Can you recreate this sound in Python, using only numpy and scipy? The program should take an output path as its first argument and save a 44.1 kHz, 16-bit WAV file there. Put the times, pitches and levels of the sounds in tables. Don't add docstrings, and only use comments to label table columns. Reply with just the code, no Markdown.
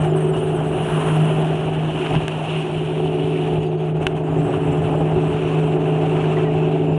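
import sys
import numpy as np
from scipy import signal
from scipy.fft import rfft, irfft, next_fast_len
from scipy.io import wavfile
from scipy.ndimage import uniform_filter1d

SR = 44100
rng = np.random.default_rng(int(sys.argv[2]) if len(sys.argv) > 2 else 0)


def store_wav(level_fs):
    pcm = np.round(np.clip(np.atleast_2d(level_fs), -1, 1) * 32767)
    wavfile.write(sys.argv[1], SR, pcm.T.astype(np.int16))


def boost_factor(decibels):
    exponent = np.asarray(decibels, float) / 20
    return 10 ** exponent


N = 307818

# t/s, first f/Hz, second f/Hz
CYCLE_SPEEDS = [
    (0, 25.9, 23.75),
    (1, 25.95, 23.85),
    (1.4, 26.1, 23.9),
    (2.2, 26.05, 23.9),
    (2.55, 26.1, 23.1),
    (2.75, 26.1, 23.3),
    (3, 26.1, 23.87),
    (5, 26.1, 23.87),
    (6.98, 26.12, 23.87),
]
# t/s, firing tone level/dB
FIRST_LOAD = [
    (0, -18.5),
    (.5, -22),
    (1.2, -18),
    (1.8, -22),
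    (2.6, -23.5),
    (3.3, -24),
    (4.1, -23),
    (4.8, -22),
    (5.6, -20),
    (6.98, -19.5),
]
# t/s, third multiple of firing level/dB
SECOND_LOAD = [(0, -39), (.1, -29), (.97, -31), (1.67, -35.5), (1.77, -40.5), (2.1, -35), (2.41, -47),
               (2.55, -36), (2.86, -33.5), (3.21, -26), (3.54, -29.5), (4.02, -33.5), (4.55, -29),
               (5.05, -29.5), (5.87, -27), (6.7, -27.5), (6.98, -27.5)]
# order, level/dB against the tracked tone
FIRST_ORDERS = [(4, -20.5), (5, -25.5), (9, -22.5), (10, -22), (12, -17.5), (24, -18.5), (26, -20.5),
                (27, -25.5), (29, -24)]
SECOND_ORDERS = [(17, -24), (18, 0.5), (31, -24)]
# t/s, half length/s, change/dB
FIRING_FLEXES = [(.41, 0.12, -3.5), (.6, .1, 0.5), (.74, 0.14, -5.5), (.89, 0.05, -10), (1.03, 0.036, -11),
                 (1.22, 0.057, 5), (1.34, 0.071, -0.5), (1.63, 0.16, -3.5), (1.87, 0.14, 1),
                 (2.02, .15, -6.5), (2.16, .08, 5), (2.25, 0.074, -8), (2.45, 0.16, -7), (2.55, 0.086, 5.5),
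                 (2.68, .1, -10), (2.88, 0.087, -3), (2.99, .08, 1.5), (3.91, 0.13, 1.5), (4.08, 0.088, -3),
                 (4.2, 0.054, -4), (4.43, 0.12, 4), (4.49, 0.08, -7.5), (4.9, .08, -0.5), (5.09, .1, 2.5),
                 (5.43, 0.17, -5.5), (5.58, .1, 3), (5.81, .1, -2.5), (6.45, .1, -2), (6.82, 0.13, -2.5)]
# t/s, half length/s, change/dB
LOWER_FLEXES = [
    (.15, 0.47, -15),
    (.88, 0.23, -9),
    (1.77, 0.12, 8),
    (2.14, 0.068, 10),
    (2.82, 0.17, -5),
    (3.85, 0.29, -17),
    (4.55, 0.61, 6),
    (6.3, 0.11, -11),
    (6.8, 0.28, 2.5),
]
# t/s, change/dB
PANEL_LEAN = [(0, -1), (.5, 5), (1, 1), (1.5, 1), (2, 4), (2.5, 1), (3, -3), (3.5, 0), (4, -4), (4.5, -2),
              (5.1, -4), (5.6, -2), (6.1, 2), (6.5, 2), (6.98, 2)]
# t/s, half length/s, pounding change/dB, deck panel change/dB
SLAMS = [(0, 0.12, 9, -3), (.15, 0.18, -3, 5.5), (1.1, 0.48, 3, -3.5), (2.15, 0.063, 16.5, 1.5),
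         (2.43, 0.088, -1, -18), (3.58, 0.11, 14.5, 4), (3.71, 0.25, -10, -0.5), (4.48, 0.067, 1, 1.5),
         (4.88, 0.052, 1, -2.5), (4.9, 1, 7, -0.5), (5.17, 0.048, 3.5, 6.5), (6.01, .1, 1, -3.5)]
# f/Hz, level/dB per Hz
POUNDING_SPECTRUM = [(12, -80.5), (20, -29), (70, -13), (94, -10.5), (119, -10.5), (137, -6.5), (145, -2),
                     (190, -20), (320, -120)]
# f/Hz, level/dB per Hz
ROAR_SPECTRUM = [(90, -37.5), (140, -4), (200, 0.5), (300, 2), (400, 2), (520, -3), (600, -1), (740, 1.5),
                 (850, -3), (1100, -16.5), (1600, -22.5), (2500, -32), (6000, -93)]
# t/s, rush level/dB
SPRAY_RUSH = [(0, -44.5), (.7, -43), (.93, -37), (1.42, -39.5), (1.8, -41), (2.06, -35.5), (2.26, -39),
              (2.55, -36.5), (2.85, -40), (3.54, -39.5), (3.66, -43), (4.3, -49), (4.52, -43), (5.11, -44),
              (5.5, -39), (5.75, -43.5), (6.2, -39), (6.98, -45.5)]
# t/s, half length/s, change/dB
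GUSTS = [(.04, 0.027, 4), (.115, .04, -4), (.32, .03, -3.5), (.38, .05, 2.5), (1.78, .02, -2),
         (3.6, 0.035, -3.5), (3.633, 0.013, 3), (3.7, .03, -4.5), (3.77, 0.021, -5), (3.805, 0.012, 4),
         (3.8, 0.27, -2.5), (3.88, .05, 2), (3.935, 0.025, -7), (3.99, .02, -6), (4.029, 0.03, 6),
         (4.14, 0.017, -4), (4.17, 0.024, 4.5), (4.23, 0.013, -6), (4.59, 0.031, -1), (5.78, .03, -3),
         (5.84, 0.031, -0.5), (5.91, 0.034, -2), (6.48, 0.069, -2.5), (6.91, .05, -1.5)]
# t/s, body/dB against rush, finest hiss/dB against hiss
WETNESS = [(0, 3.5, -2), (.6, 0.5, 2.5), (1.1, 2.5, 4), (1.6, -1.5, -1), (2.1, -3, -1), (2.6, -4.5, 0),
           (3.1, -7.5, 3), (3.5, -5, 0.5), (3.7, -5, -1), (4.3, 3.5, -4), (5, 1.5, -3.5), (5.5, 0, -6.5),
           (6, 0.5, -5), (6.4, 1, -11.5), (6.98, -4.5, -4)]
# f/Hz, level/dB per Hz
HOUSING_RESPONSE = [(530, -25), (900, 1.5), (1400, -3.5), (2060, -12), (2400, -6.5), (2780, -0.5),
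                    (3550, -15.5), (4800, -32), (5500, -26.5), (6300, -24.5), (9700, -21), (10500, -30),
                    (11400, -45), (12000, -66.5), (15000, -89.5)]
# start t/s, length/s, first f/Hz, last f/Hz, level/dB
WHISTLE_PUFFS = [(0, .03, 8100, 9400, -46), (.035, .045, 8900, 8100, -49), (.075, .05, 7600, 7000, -55),
                 (.155, .045, 8200, 8900, -45), (.195, .065, 9100, 8200, -46),
                 (.262, .055, 8600, 8200, -45), (.315, .035, 7400, 7600, -54),
                 (.34, .025, 8900, 10300, -48), (.36, .055, 8500, 9600, -45), (.415, .05, 8800, 9200, -45),
                 (.46, .05, 8600, 8100, -50), (.51, .03, 8300, 9400, -50), (.54, .045, 9000, 7900, -46),
                 (.63, .085, 8100, 8800, -51), (.715, .085, 8400, 9800, -48), (.79, .13, 9500, 10300, -47),
                 (.9, .09, 10200, 9900, -47), (1.02, .17, 9700, 10300, -48), (1.19, .26, 10000, 9900, -51),
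                 (3.59, .06, 6700, 7200, -59), (3.645, .07, 6900, 6300, -62), (3.74, .13, 6400, 6800, -65),
                 (3.95, .06, 6600, 6900, -67), (4.22, .08, 7100, 6600, -63), (4.3, .075, 7200, 7300, -61),
                 (4.375, .04, 7700, 7300, -53), (4.42, .055, 8000, 7600, -53),
                 (4.47, .055, 7900, 8500, -52), (4.52, .065, 8400, 7600, -56),
                 (4.625, .035, 7900, 7500, -55), (4.66, .04, 8100, 7200, -55),
                 (4.71, .055, 7550, 7750, -52), (4.755, .045, 8000, 7400, -55),
                 (4.81, .075, 8100, 7700, -57), (4.9, .07, 7700, 7600, -57), (4.97, .055, 7900, 7600, -56),
                 (5.19, .17, 7700, 8600, -56), (5.58, .21, 7900, 7550, -59), (6.8, .18, 7300, 7100, -62)]
# ratio to main tone, best main f/Hz, loss/dB per kHz away, gustiness/dB, level/dB
GAP_MODES = [
    (1, 8000, 0, 2.6, -2),
    (1.21, 7800, 11, 4.5, -4),
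    (.69, 6500, 11, 5, -4),
]
# t/s, peak level/dB, treble tick level/dB
DROPS = [(.0229, -31, -42), (1.0165, -26, -40), (1.507, -26, -42), (1.565, -39, -53), (2.063, -14, -46),
         (2.069, -15, -49), (2.1532, -10.5, -46), (2.2813, -8.5, -22), (2.429, -41, -41), (2.98, -34, -45),
         (2.81, -36, -46), (4.0677, -1.5, -22), (4.0704, -8, -24), (4.074, -24, -41), (.22, -34, -51),
         (1.8, -30, -48), (2.048, -30, -50), (2.139, -24, -50), (2.148, -26, -50), (2.162, -16, -51),
         (2.167, -20, -52), (5.37, -38, -53), (6.015, -31, -54), (4.159, -39, -48), (4.287, -40, -65),
         (4.3794, -37, -43), (4.417, -29, -48), (5.186, -41, -56), (6.31, -34, -50), (6.444, -43, -56),
         (6.757, -33, -46)]
# f/Hz, level/dB, t60/s
SHELL_MODES = [(2716, 7, 0.0081), (2950, -10.5, 0.028), (2140, -1, 0.0081), (1640, 2.5, 0.011),
               (1075, -4.5, 0.012), (650, -17, 0.021), (330, -19, .014)]
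# f/Hz, level/dB per Hz
TICK_SPECTRUM = [(3800, -40), (4900, -24), (5500, 0), (6400, 0), (7300, -4), (9000, 0), (10300, -5),
                 (11000, -17), (13000, -27), (15000, -36), (17000, -60)]
# t/s, peak level/dB, ring f/Hz, t60/s
WAVE_THUMPS = [(1.3, -19, 620, 0.068), (2.3, -22, 330, 0.03), (2.1415, -11.5, 450, 0.03),
               (2.154, -25, 600, 0.025), (2.148, -11, 860, 0.012), (2.1645, -5, 210, 0.018),
               (2, -17, 300, .02), (3.58, -21, 215, 0.099), (4.0672, -14, 350, .012), (3, -8, 405.7, 0.021),
               (1.8, -24, 230, 0.03), (4.95, -15.5, 583.2, 0.055), (6.369, -32, 2352, .03),
               (6.369, -27, 1960, 0.07)]
# t/s, peak level/dB, ring f/Hz
CHOP_KNOCKS = [(0.805, -16, 725), (2.141, -14, 657), (2.888, -16, 754), (3.002, -16.5, 780),
               (3.059, -18, 750), (3.73, -18, 720), (4.211, -16, 610), (4.325, -20, 676), (4.496, -15, 750),
               (4.674, -11.5, 690), (4.942, -12, 750), (5.06, -16, 772), (6.551, -13.5, 722),
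               (6.761, -14, 715)]
# t/s, peak level/dB
SPECKS = [(1.255, -62), (1.293, -59), (1.5064, -64), (1.5623, -61), (1.6394, -68), (1.6794, -69),
          (1.8048, -65), (1.9394, -69), (2.0138, -63), (2.0672, -60), (2.1515, -60), (2.3216, -64),
          (2.4294, -61), (2.8135, -69), (2.8694, -68), (2.9791, -57), (4.1106, -71), (4.4922, -74),
          (4.6628, -73), (4.9751, -76), (5.3727, -64), (5.3894, -74), (5.8022, -75), (6.0097, -63),
          (6.1644, -69), (6.2394, -73), (6.3294, -79), (6.4433, -68), (6.7565, -66)]
# start t/s, length/s, first f/Hz, last f/Hz, level/dB
SQUEAK = (6.445, .052, 1990, 1860, -39)


def evened(x):
    return x / np.sqrt(np.mean(x ** 2) + 1e-20)


def columns(rows, t):
    s, *values = np.transpose(rows)
    return [np.interp(t, s, v) for v in values]


def humps(rows, t):
    s, half, *values = np.transpose(rows)
    coarse = t[::64]
    distance = abs(coarse - s[:, None]) / np.maximum(half, .005)[:, None]
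    tents = np.maximum(1 - distance, 0)
    return [np.interp(t, coarse, v @ tents) for v in values]


def wander(hz):
    size = next_fast_len(N)
    lowpass = np.exp(-(np.fft.rfftfreq(size, 1 / SR) / hz) ** 2)
    return evened(irfft(rfft(rng.standard_normal(size)) * lowpass, size)[:N])


def coloured(x, points):
    f, db = np.transpose(points)
    hz = abs(np.fft.fftfreq(8192, 1 / SR))
    level_db = np.interp(np.log(hz + 1), np.log(f + 1), db)
    log_gain = np.log(boost_factor(np.maximum(level_db, -100)))
    response = np.exp(np.conj(signal.hilbert(log_gain)))
    taps = np.fft.ifft(response).real[:4096] * np.hanning(8192)[4096:]
    return signal.oaconvolve(x, taps)[:len(x)]


def passed(x, low_hz, high_hz):
    return signal.sosfilt(signal.butter(2, [low_hz, high_hz], "bandpass", fs=SR, output="sos"), x)


def patchy(patchy_db, flicker_db, frames=8, bins=10):
    count = N // 128 + 5
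    a, b, patches = rng.standard_normal((count, 257, 3)).T
    patches = uniform_filter1d(patches, size=bins, axis=0)
    patches = evened(uniform_filter1d(patches, size=frames, axis=1))
    flicker = evened(uniform_filter1d(rng.standard_normal(count), size=frames))
    z = (a + 1j * b) * boost_factor(patchy_db * patches + flicker_db * flicker)
    return evened(signal.istft(z, nperseg=512, noverlap=384)[1][:N])


def loads(t):
    return columns(FIRST_LOAD, t)[0] + 21, columns(SECOND_LOAD, t)[0] + 30


def panel_level(t):
    return -26 + 0.49 * loads(t)[1] + humps(SLAMS, t)[1]


def engine(cycle_hz, level_db, orders, waver_db, drift):
    turns = 2 * np.pi * np.cumsum(cycle_hz) / SR
    out = np.zeros(N)
    for order, db in orders:
        swell, slip = wander(11), wander(5)
        phase = order * turns + drift * slip + 2 * np.pi * rng.random()
        out += boost_factor(db + waver_db * swell) * np.sin(phase)
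    return boost_factor(level_db) * np.sqrt(2) * out


def engines(t):
    first_hz, second_hz = columns(CYCLE_SPEEDS, t)
    firing_db = columns(FIRST_LOAD, t)[0] + humps(FIRING_FLEXES, t)[0]
    upper_db = columns(SECOND_LOAD, t)[0]
    lower_db = upper_db - 3.5 + humps(LOWER_FLEXES, t)[0]
    panel_db = panel_level(t)
    lean_db = columns(PANEL_LEAN, t)[0]
    smooth_db = uniform_filter1d(firing_db, SR // 2)
    firing = engine(first_hz, firing_db, [(6, 0.0024)], waver_db=0.1, drift=0.044)
    first = engine(first_hz, smooth_db, FIRST_ORDERS, waver_db=1.8, drift=0.2)
    second = engine(second_hz, upper_db, SECOND_ORDERS, waver_db=1.1, drift=0.22)
    second += engine(second_hz, lower_db, [(12, 0.43)], waver_db=1.5, drift=0.27)
    panel = engine(first_hz, panel_db, [(14, -5.5)], waver_db=1.0, drift=0.67)
    panel += engine(second_hz, panel_db, [(15, -8.5)], waver_db=2.5, drift=0.48)
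    panel += engine(second_hz, panel_db + lean_db, [(16, -4.5)], waver_db=2.0, drift=0.4)
    return firing + first + second + panel


def hull(t):
    load_db, slam_db = loads(t)[0], humps(SLAMS, t)[0]
    deep_db = -34 + 0.17 * load_db + slam_db
    roar_db = -30.5 + 0.39 * load_db + 0.27 * slam_db
    panel_hz, panel_width_hz = 374.1, 19
    deep = evened(coloured(patchy(1.17, 1.5, frames=16), POUNDING_SPECTRUM))
    shaking = rng.standard_normal(N)
    panel = evened(passed(shaking, panel_hz - panel_width_hz / 2, panel_hz + panel_width_hz / 2))
    roar = evened(coloured(patchy(0.47, 1.83, bins=3), ROAR_SPECTRUM))
    return boost_factor(deep_db) * deep + boost_factor(panel_level(t) - 9.5) * panel + boost_factor(roar_db + 2.5) * roar


def through_housing(outside, tune):
    points = [(f if 3300 < f < 11000 else f * tune, db) for f, db in HOUSING_RESPONSE]
    return coloured(outside, points)


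def spray(t):
    spray_db, gust_db = columns(SPRAY_RUSH, t)[0], humps(GUSTS, t)[0]
    body_db, top_db = columns(WETNESS, t)
    rush_db = spray_db + gust_db
    hiss_db = spray_db - 15.5 + 1.7 * gust_db + 0.62 * body_db
    droplets = rng.choice([-1, 1], N) * (rng.random(N) < 700 / SR)
    patter = boost_factor(2.24 * np.minimum(rng.exponential(1, N), 4)) * droplets
    outside = patchy(1.84, 0.87) + 0.54 * evened(patter)
    wet = t / t[-1]
    inside = (1 - wet) * through_housing(outside, 1.047) + wet * through_housing(outside, 0.97)
    below = []
    for hz in (2100, 4900, 8900):
        below.append(signal.sosfiltfilt(signal.butter(4, hz, fs=SR, output="sos"), inside))
    body, rush, hiss, top = np.diff([0 * inside, *below, inside], axis=0)
    fine = evened(hiss) + boost_factor(top_db + 2.0 - .5 * gust_db) * evened(top)
    return (boost_factor(rush_db + body_db + 3) * evened(body) + boost_factor(rush_db + 1) * evened(rush)
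            + boost_factor(hiss_db - 4.5) * fine)


def whistle(t):
    out = np.zeros(N)
    firing = 12 * np.pi * np.cumsum(columns(CYCLE_SPEEDS, t)[0]) / SR
    shake = .032 * np.sin(firing + .8 * wander(20)) + .018 * wander(90) + .004 * wander(900)
    flutter = 1 + .013 * wander(28)
    for mode, best_hz, loss_db, gust_db, mode_db in GAP_MODES:
        gust = boost_factor(gust_db * wander(60))
        for s, length, first_hz, last_hz, db in WHISTLE_PUFFS:
            at = slice(round(s * SR), round((s + length) * SR))
            glide = np.linspace(0, 1, len(t[at])) ** 1.6
            hz = (first_hz + (last_hz - first_hz) * glide) * flutter[at]
            pitch = np.minimum(mode * hz, 10500) * (1 + shake[at] * (hz / 8500) ** 3.5)
            speed_db = 4 * (hz - hz.mean()) / 1000
            level_db = db + mode_db + speed_db - loss_db * abs(hz - best_hz) / 1000
            tone = np.sin(2 * np.pi * np.cumsum(pitch) / SR)
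            out[at] += boost_factor(level_db) * gust[at] * tone * signal.windows.tukey(len(hz), .35)
    return out


def drops():
    body, tick = np.zeros(N), np.zeros(N)
    for s, db, tick_db in DROPS:
        body[round(s * SR)] = boost_factor(db)
        tick[round(s * SR)] = boost_factor(tick_db)
    u = np.arange(1500) / SR
    ring = sum(boost_factor(db - 60 * u / t60) * np.sin(2 * np.pi * hz * u) for hz, db, t60 in SHELL_MODES)
    ring = signal.sosfilt(signal.butter(5, 3900, fs=SR, output="sos"), ring)
    treble = coloured(np.eye(1, 600)[0], TICK_SPECTRUM)
    rings = signal.oaconvolve(body, ring / abs(ring).max())[:N]
    ticks = signal.oaconvolve(tick, treble / abs(treble).max())[:N]
    return rings + ticks


def thumps(t):
    out = np.zeros(N)
    knock_t60 = .02
    for s, db, hz, t60 in WAVE_THUMPS + [(*knock, knock_t60) for knock in CHOP_KNOCKS]:
        at = slice(round(s * SR), round(s * SR) + SR // 5)
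        u = np.maximum(t[at] - s, 0)
        soft_start = 1 - np.exp(-4 * hz * u)
        out[at] += boost_factor(db - 60 * u / t60) * np.sin(2 * np.pi * hz * u) * soft_start
    return out


def squeak(t):
    s, length, first_hz, last_hz, db = SQUEAK
    u = np.clip((t - s) / length, 0, 1)
    catches = 1 + .5 * np.cos(4 * np.pi * (u - .2) / 1.2)
    tone = np.sin(2 * np.pi * np.cumsum(first_hz + (last_hz - first_hz) * u) / SR)
    return boost_factor(db) * np.sqrt(np.sin(np.pi * u)) * catches * tone


def specks():
    train = np.zeros(N)
    for s, db in SPECKS:
        train[round(s * SR)] = boost_factor(db)
    low_hz, high_hz = 10800, 12800
    return passed(train, low_hz, high_hz) * SR / 2 / (high_hz - low_hz)


def scene():
    t = np.arange(N) / SR
    through_hull = engines(t) + hull(t) + thumps(t)
    at_housing = spray(t) + whistle(t) + drops() + squeak(t) + specks()
    return (through_hull + at_housing)[None]


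def top_cut(x):
    return signal.sosfilt(signal.butter(12, 15100, fs=SR, output="sos"), x)


def record(dry):
    edges = signal.windows.tukey(N, 2 * .0006 * SR / N)
    mix = edges * np.clip(dry, -1, 1)
    return top_cut(mix)


dry = scene()
out = record(dry)
store_wav(out)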